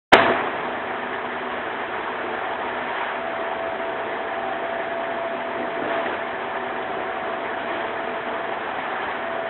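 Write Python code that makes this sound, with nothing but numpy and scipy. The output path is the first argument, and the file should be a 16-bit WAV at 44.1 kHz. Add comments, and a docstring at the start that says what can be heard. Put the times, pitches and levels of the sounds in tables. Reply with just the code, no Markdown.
"""Spraying concrete in a tunnel

A turbulent air jet throws grit at the rock while the delivery line rumbles, surges and knocks.
A piston pump whines under changing load, a fan and a compressor hum, and wall reflections blur the roar.
A narrow-band recorder opens at high gain, overloads for an instant and then turns itself down."""
import sys
import numpy as np
from scipy import signal
from scipy.fft import rfft, irfft, next_fast_len
from scipy.io import wavfile
from scipy.ndimage import uniform_filter1d

SR = 44100
rng = np.random.default_rng(int(sys.argv[2]) if len(sys.argv) > 2 else 0)


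def dump_mix(stems):
    """Bounce the given channels to the path in sys.argv[1] as a 16-bit WAV at rate SR."""
    frames = np.atleast_2d(stems).T  # one column per channel
    limited = np.clip(frames, -1, 1)  # hard clip at full scale
    pcm = np.round(limited * 32767).astype(np.int16)
    wavfile.write(sys.argv[1], SR, pcm)


N = 418509
TIME_S = np.arange(N) / SR
BAND_EDGE_HZ = 4000


# The spectrum of the spray. Each row: frequency in Hz, relative density in dB.
JET_SPECTRUM = [(250, -17), (500, -8.5), (660, 0), (800, -1.4), (930, 1.07), (1200, -2.5), (1500, -4),
                (1720, -1), (2100, -7.5), (2500, -11.5), (2800, -14.5), (3250, -14.5), (3600, -21.5),
                (3900, -28.5), (4300, -38)]

def jet(grains_per_s=1500, split_hz=1300):
    """Turbulence and random impacts: air and grit make broadband noise, brighter as the jet grows."""
    _, change_db, _ = level_changes()
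    level_db = -29.35 - pressure() + 1.5 * thinning() + change_db   # a full feed muffles the jet
    sizes = from_db(3.5 * np.minimum(rng.exponential(1, N), 4)) * rng.choice([-1, 1], N)
    impacts = sizes * (rng.random(N) < grains_per_s / SR)
    grit = from_db(-4) * tunnel(impacts, wet_db=-0.5)
    spray = patchy(rng.standard_normal(N) + grit, depth_db=1.4, rate_hz=22)
    spray = coloured(spray, JET_SPECTRUM)
    lows = signal.lfilter(*signal.butter(1, split_hz, fs=SR), spray)
    tilt = from_db(0.24 * (level_db - np.median(level_db)))
    sputter_db = 0.42 * flutter(30)
    return from_db(level_db + sputter_db) * (lows / tilt + (spray - lows) * tilt)


# The spectrum of the rumble. Each row: frequency in Hz, relative density in dB.
HOSE_SPECTRUM = [(20, -35.5), (45, -24), (80, -17), (190, -12.5), (235, -4), (290, -2.5), (350, 2.5),
                 (420, 2), (490, -3.5), (650, -1.5), (1000, -15.5), (2000, -36.5)]

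def hose():
    """Flow noise: lumps of wet concrete tumble through the hose and modulate its rumble."""
    change_db, _, _ = level_changes()
    level_db = -35.53 - 0.5 * thinning() + change_db
    churn = rng.standard_normal(N) * from_db(1.17 * flutter(24))
    return from_db(level_db) * coloured(churn, HOSE_SPECTRUM)


# Brief swells and dips in loudness. Each row: centre and half length in seconds, then the change of
# the rumble, of the spray and of the whine in dB.
LEVEL_SWELLS = [ (0.181, 0.06, 0.5, -0.5, 7), (0.296, 0.06, 4, 0.5, 5.5), (0.563, 0.1, 2, -1.5, -11),
                (1.1, 0.17, -0.5, -0.5, 1), (1.85, .22, 0.5, 0, -4.5), (2.297, .12, 1.5, 0, -1),
                (3.07, .14, -5, 1.2, -2.5), (3.45, .15, -1.5, 0.5, -1.5), (4.205, 0.23, 0, 0.5, -4),
                (5.606, 0.052, 7, -1.5, -1.5), (5.84, 0.056, 8.5, 0, -5), (5.951, 0.062, 4, 4.5, 5.5),
                (6.093, 0.078, 4.5, 3.5, -4.5), (6.576, 0.26, -1, 0, -5.5), (6.962, 0.071, 4, -0.7, -1),
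                (7.752, 0.097, 4.5, 2.5, -0.5), (8.15, .2, -1, 0, 0.5), (8.85, 0.25, -1, 0.3, -8), ]

def level_changes():
    """Amplitude modulation: brief swells and dips in the rumble, the spray and the whine, in dB."""
    return sum(np.outer(changes_db, swell(s, half_s, half_s)) for s, half_s, *changes_db in LEVEL_SWELLS)


# The pump's strokes. Each entry: start in seconds.
STROKE_STARTS = [3.09, 9.15]

def stroke_ages():
    """Reciprocating drive: one row per stroke of the seconds since it began, zero before it."""
    return np.maximum(TIME_S - np.array(STROKE_STARTS)[:, None], 0)


def pressure(rise_s=0.18, hold_s=2, ease_s=5.8):
    """Piston load, 0 to 1: pressure builds, holds, then eases as the cylinder empties."""
    age_s = stroke_ages()
    load = np.minimum(age_s / rise_s, 1 - (age_s - hold_s) / ease_s)
    return np.clip(load, 0, 1).max(axis=0)


def thinning(lead_s=0.06):
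    """Interrupted flow, 0 to 1: just before each stroke the line carries more air and less concrete."""
    return sum(swell(s - lead_s, rise_s=0.3, fall_s=0.09) for s in STROKE_STARTS)


# The hollow ring of the pipe. Each row: frequency in Hz, relative density in dB.
GURGLE_SPECTRUM = [(400, -26), (600, -10), (720, 2.5), (880, 0.5), (1080, -4), (1350, -17.5), (2200, -33)]

def gurgle(lead_s=0.55):
    """Cavity resonance: air enters the line as each cylinder runs empty, and the pipe rings hollow."""
    emptiness = sum(swell(s - lead_s, rise_s=0.24, fall_s=0.3) for s in STROKE_STARTS)
    bubbling = rng.standard_normal(N) * from_db(2.1 * flutter(40))
    return from_db(-36.5) * emptiness * coloured(bubbling, GURGLE_SPECTRUM)


# Stones striking the pipe. Each row: start in seconds, level in dB, treble tilt in dB per octave.
STONE_HITS = [(2.985, -28, -3), (5.628, -26, -2), (5.85, -30, 1), (6.06, -23, -2), (8.094, -21, -4.5),
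              (8.785, -18, -9), (8.799, -25, -8)]
# The pipe's modes. Each row: frequency in Hz, relative level in dB, time to fall 60 dB in seconds.
STEEL_MODES = [(255, -7, 0.16), (375, -12.5, .06), (764, -1, 0.054), (1130, -11.5, .04), (1544, -10, 0.036),
               (1922, 1, 0.044), (2385, -11, 0.027)]

def knocks(spread_db=4.5, tilt_from_hz=800, low_cut_hz=260):
    """Modal ringing: each stone excites the steel pipe's damped modes with strengths of its own."""
    modes = np.array(STEEL_MODES)
    octaves_up = np.maximum(np.log2(modes[:, 0] / tilt_from_hz), 0)
    chances_db = spread_db * rng.standard_normal((len(STONE_HITS), len(modes)))
    ringing = np.zeros(N)
    for (s, db, tilt_db), chance_db in zip(STONE_HITS, chances_db):
        near = (TIME_S >= s) & (TIME_S < s + 0.5)
        age_s = TIME_S[near] - s
        for (hz, mode_db, t60_s), own_db in zip(modes, chance_db + tilt_db * octaves_up):
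            envelope = from_db(db + mode_db + own_db - 60 * age_s / t60_s)
            ringing[near] += envelope * np.sin(2 * np.pi * hz * age_s)
    # the knocks carry little bass
    return signal.sosfilt(signal.butter(3, low_cut_hz, "high", fs=SR, output="sos"), ringing)


# The whine's harmonics. Each row: multiple of the piston rate, relative level in dB.
PISTON_HARMONICS = [(3, 2), (4, -23)]

def pump_whine(rest_hz=672, cycle_s=2.4, settle_s=1.1):
    """Pressure ripple in the oil: under each stroke's load the whine swells and the motor slows."""
    age_s = stroke_ages()
    _, _, change_db = level_changes()
    # the speed sags, overshoots and settles
    sag = np.sum(np.exp(-age_s / settle_s) * np.sin(2 * np.pi * age_s / cycle_s), axis=0)
    piston_hz = (rest_hz - 9.04 * sag) / 3   # the main whine is the third harmonic
    level_db = -41.5 + 8.5 * pressure() - 0.5 * np.maximum(sag, 0) + change_db
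    return sum(from_db(level_db + db) * tone(order * piston_hz, scatter=0.16, scatter_hz=26)
               for order, db in PISTON_HARMONICS)


# The pump's fixed tones. Each row: frequency in Hz, base level in dB.
PUMP_TONES = [(223.8, -58), (447.6, -46)]
# Their shared rise and fall. Each row: time in seconds, change of level in dB.
PUMP_TONE_CHANGES = [(0, 0), (2.25, 4), (2.8, -6.5), (4.2, 4.5), (4.7, -12), (5.45, -9.5), (5.8, 3),
                     (6.4, -4), (7.5, 3.5), (7.85, 6), (8.4, 6.5), (8.7, -11.5), (9.4, 2.5)]

def pump_hum():
    """Periodic vibration: the pump hums at two fixed pitches that swell and sink together."""
    change_db = in_time(PUMP_TONE_CHANGES)
    return sum(hum(hz, db + change_db) for hz, db in PUMP_TONES)


# The fan's upper tones. Each row: frequency in Hz, mean level in dB.
FAN_TONES = [(496, -53), (743.8, -41), (1243, -52), (1738, -53), (2995, -62)]
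# The course of its lowest tone. Each row: time in seconds, level in dB.
BLADE_TONE_LEVELS = [(0, -48), (1.1, -43.5), (1.7, -49), (3.3, -47), (4.2, -52), (5.6, -43.5), (7, -48.5),
                     (9.4, -48.5)]

def fan(blade_hz=246.9):
    """Blade-passing tones: a ventilation fan at constant speed sounds a fundamental and overtones."""
    return hum(blade_hz, in_time(BLADE_TONE_LEVELS)) + fading_hums(FAN_TONES)


# The compressor's hum. Each row: frequency in Hz, mean level in dB.
COMPRESSOR_TONES = [(384.6, -45.5), (1504, -49.5)]
# The swells of its whir. Each row: centre and half length in seconds, rise in dB.
WHIR_SWELLS = [(0.95, .55, 10), (2.874, 0.16, 12), (4.479, 0.32, 15.5), (6.452, 0.87, 11), (8.95, 0.31, 15)]

def compressor(whir_hz=769):
    """Rotational tones: a compressor hums at constant speed, and its whir swells now and then."""
    whir_db = -52.5 + sum(db * swell(s, half_s, half_s) for s, half_s, db in WHIR_SWELLS)
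    return hum(whir_hz, whir_db) + fading_hums(COMPRESSOR_TONES)


# The opening flares of treble. Each row: time of the peak in seconds, peak level in dB.
FLARE_PEAKS = [(0.134, -33.5), (0.178, -32.5), (0.222, -41)]
# Their spectrum. Each row: frequency in Hz, relative density in dB.
FLARE_SPECTRUM = [(400,2), (1200,2.5), (2400,0), (3000,-1.5), (3800,-9), (4300,-17.5)]

def flare(slope_db_per_s=182.5):
    """Noise bursts with exponential flanks: a bright rasp rides on the roar for a moment."""
    envelope = sum(from_db(db - slope_db_per_s * np.abs(TIME_S - s)) for s, db in FLARE_PEAKS)
    return envelope * coloured(rng.standard_normal(N), FLARE_SPECTRUM)


# The spectrum of the far boom. Each row: frequency in Hz, relative density in dB.
DRONE_SPECTRUM = [(20, -19), (45, -8.5), (80, -2), (130, -2), (200, -3), (400, -20.5), (1000, -51)]

def drone():
    """Low-frequency background noise: far machinery fills the tunnel with an even boom."""
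    return from_db(-54) * coloured(rng.standard_normal(N), DRONE_SPECTRUM)


def tunnel(x, wet_db, t60_s=1):
    """Reverberation: direct sound plus a dense, dying tail of wall reflections, at unit power."""
    tail = rng.standard_normal(SR) * from_db(-60 * TIME_S[:SR] / t60_s)
    echoes = signal.fftconvolve(x, tail / np.sqrt(np.sum(tail ** 2)))[:N]
    return rms_one(x + from_db(wet_db) * echoes)


def tone(hz, scatter, scatter_hz):
    """Interference: reflections join a tone with wandering strength and phase, at unit power."""
    phase = 2 * np.pi * np.cumsum(hz * np.ones(N)) / SR
    in_phase = 1 + scatter * drift(scatter_hz)
    quadrature = scatter * drift(scatter_hz)
    return rms_one(in_phase * np.sin(phase) + quadrature * np.cos(phase))


def hum(hz, db):
    """Multipath spreading: reflections blur a distant machine's tone, the more the higher it is."""
    return from_db(db) * tone(hz, scatter=0.42, scatter_hz=hz / 60)


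def fading_hums(tones, depth_db=1.4, rate_hz=0.66):
    """Slow amplitude modulation: each hum swells and fades by itself."""
    return sum(hum(hz, db + depth_db * drift(rate_hz)) for hz, db in tones)


def patchy(x, depth_db, rate_hz, count=16):
    """Independent modulation of bands: each swells and sinks, so the colour keeps shifting."""
    size = next_fast_len(N)
    spectrum, bins_hz = rfft(x, size), np.arange(size // 2 + 1) * SR / size
    centres_hz = np.linspace(0, BAND_EDGE_HZ, count) ** 2 / BAND_EDGE_HZ
    bands = (irfft(spectrum * np.interp(bins_hz, centres_hz, row), size)[:N] for row in np.eye(count))
    return sum(band * from_db(depth_db * flutter(rate_hz)) for band in bands)


def coloured(x, spectrum):
    """Spectral shaping: filter a sound by a curve of (Hz, dB) rows, at unit power."""
    hz, db = np.transpose(spectrum)
    size = next_fast_len(N)
    bins_hz = np.maximum(np.arange(size // 2 + 1) * SR / size, 1)
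    gain = from_db(np.interp(np.log(bins_hz), np.log(hz), db))
    bass_rolloff = np.minimum(bins_hz / hz[0], 1)
    return rms_one(irfft(rfft(x, size) * gain * bass_rolloff, size)[:N])


def drift(rate_hz, step=40, warm_up=2000):
    """Low-passed noise: a smooth random wander of spread 1."""
    pole = np.exp(-2 * np.pi * step * rate_hz / SR)
    noise = rng.standard_normal(N // step + warm_up + 2)
    slow = signal.lfilter([1], [1, -2 * pole, pole * pole], noise)[warm_up:]
    return np.interp(np.arange(N) / step, np.arange(len(slow)), rms_one(slow))


def flutter(rate_hz, even_s=0.25):
    """Band-passed noise: a quick wander of spread 1 that evens out over longer stretches."""
    wander = drift(rate_hz)
    return rms_one(wander - uniform_filter1d(wander, int(even_s * SR)))


def swell(peak_s, rise_s, fall_s):
    """A Gaussian bump of height 1 with its own rise and fall."""
    t = TIME_S - peak_s
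    return np.exp(-(t / np.where(t < 0, rise_s, fall_s)) ** 2)


def in_time(rows):
    """Linear interpolation of (seconds, value) rows to every sample."""
    return np.interp(TIME_S, *np.transpose(rows))


def from_db(db):
    """Decibels to amplitude ratio."""
    return 10 ** (np.asarray(db) / 20)


def rms_one(x):
    """Normalisation to unit power."""
    return x / np.sqrt(np.mean(x ** 2) + 1e-20)


def scene():
    """Superposition: all the sources add at one microphone."""
    roar = hose() + jet() + gurgle() + drone() + knocks() + flare()
    return (roar + pump_whine() + pump_hum() + fan() + compressor())[None]


def detector(x, time_constant_s):
    """Envelope detection: rectify, then smooth with one pole."""
    pole = np.exp(-1 / (time_constant_s * SR))
    return signal.lfilter([1 - pole], [1, -pole], np.abs(x))


def gain_control(x, range_db=27.5, full_db=-34.5):
    """Automatic gain control: the gain starts high and falls to unity as a slow detector charges."""
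    charge = detector(x, 0.88) / from_db(full_db)
    return x / np.clip(charge + from_db(-range_db), 0, 1)


def limiter(x, knee_db=-13, attack_s=0.0153, release_db_per_s=90):
    """Limiting: the gain ducks shortly after an overload begins, then recovers."""
    level_db = 20 * np.log10(detector(x, attack_s) + 1e-9)
    fall_db = release_db_per_s * TIME_S
    held_db = np.maximum.accumulate(level_db + fall_db, axis=-1) - fall_db
    return x * from_db(np.minimum(knee_db - held_db, 0))


def record(dry, fade_from_s=0.1174, fade_to_s=0.1365):
    """Compression and band limiting: the input fades in, is levelled and narrowed, and peaks clip."""
    opening = np.clip((TIME_S - fade_from_s) / (fade_to_s - fade_from_s), 0, 1) ** 2
    levelled = limiter(gain_control(dry * opening))
    narrow = signal.sosfilt(signal.ellip(10, 0.3, 90, BAND_EDGE_HZ, fs=SR, output="sos"), levelled)
    return signal.sosfilt(signal.butter(10, 15000, fs=SR, output="sos"), np.clip(narrow, -1, 1))


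dry = scene()
out = record(dry)
dump_mix(out)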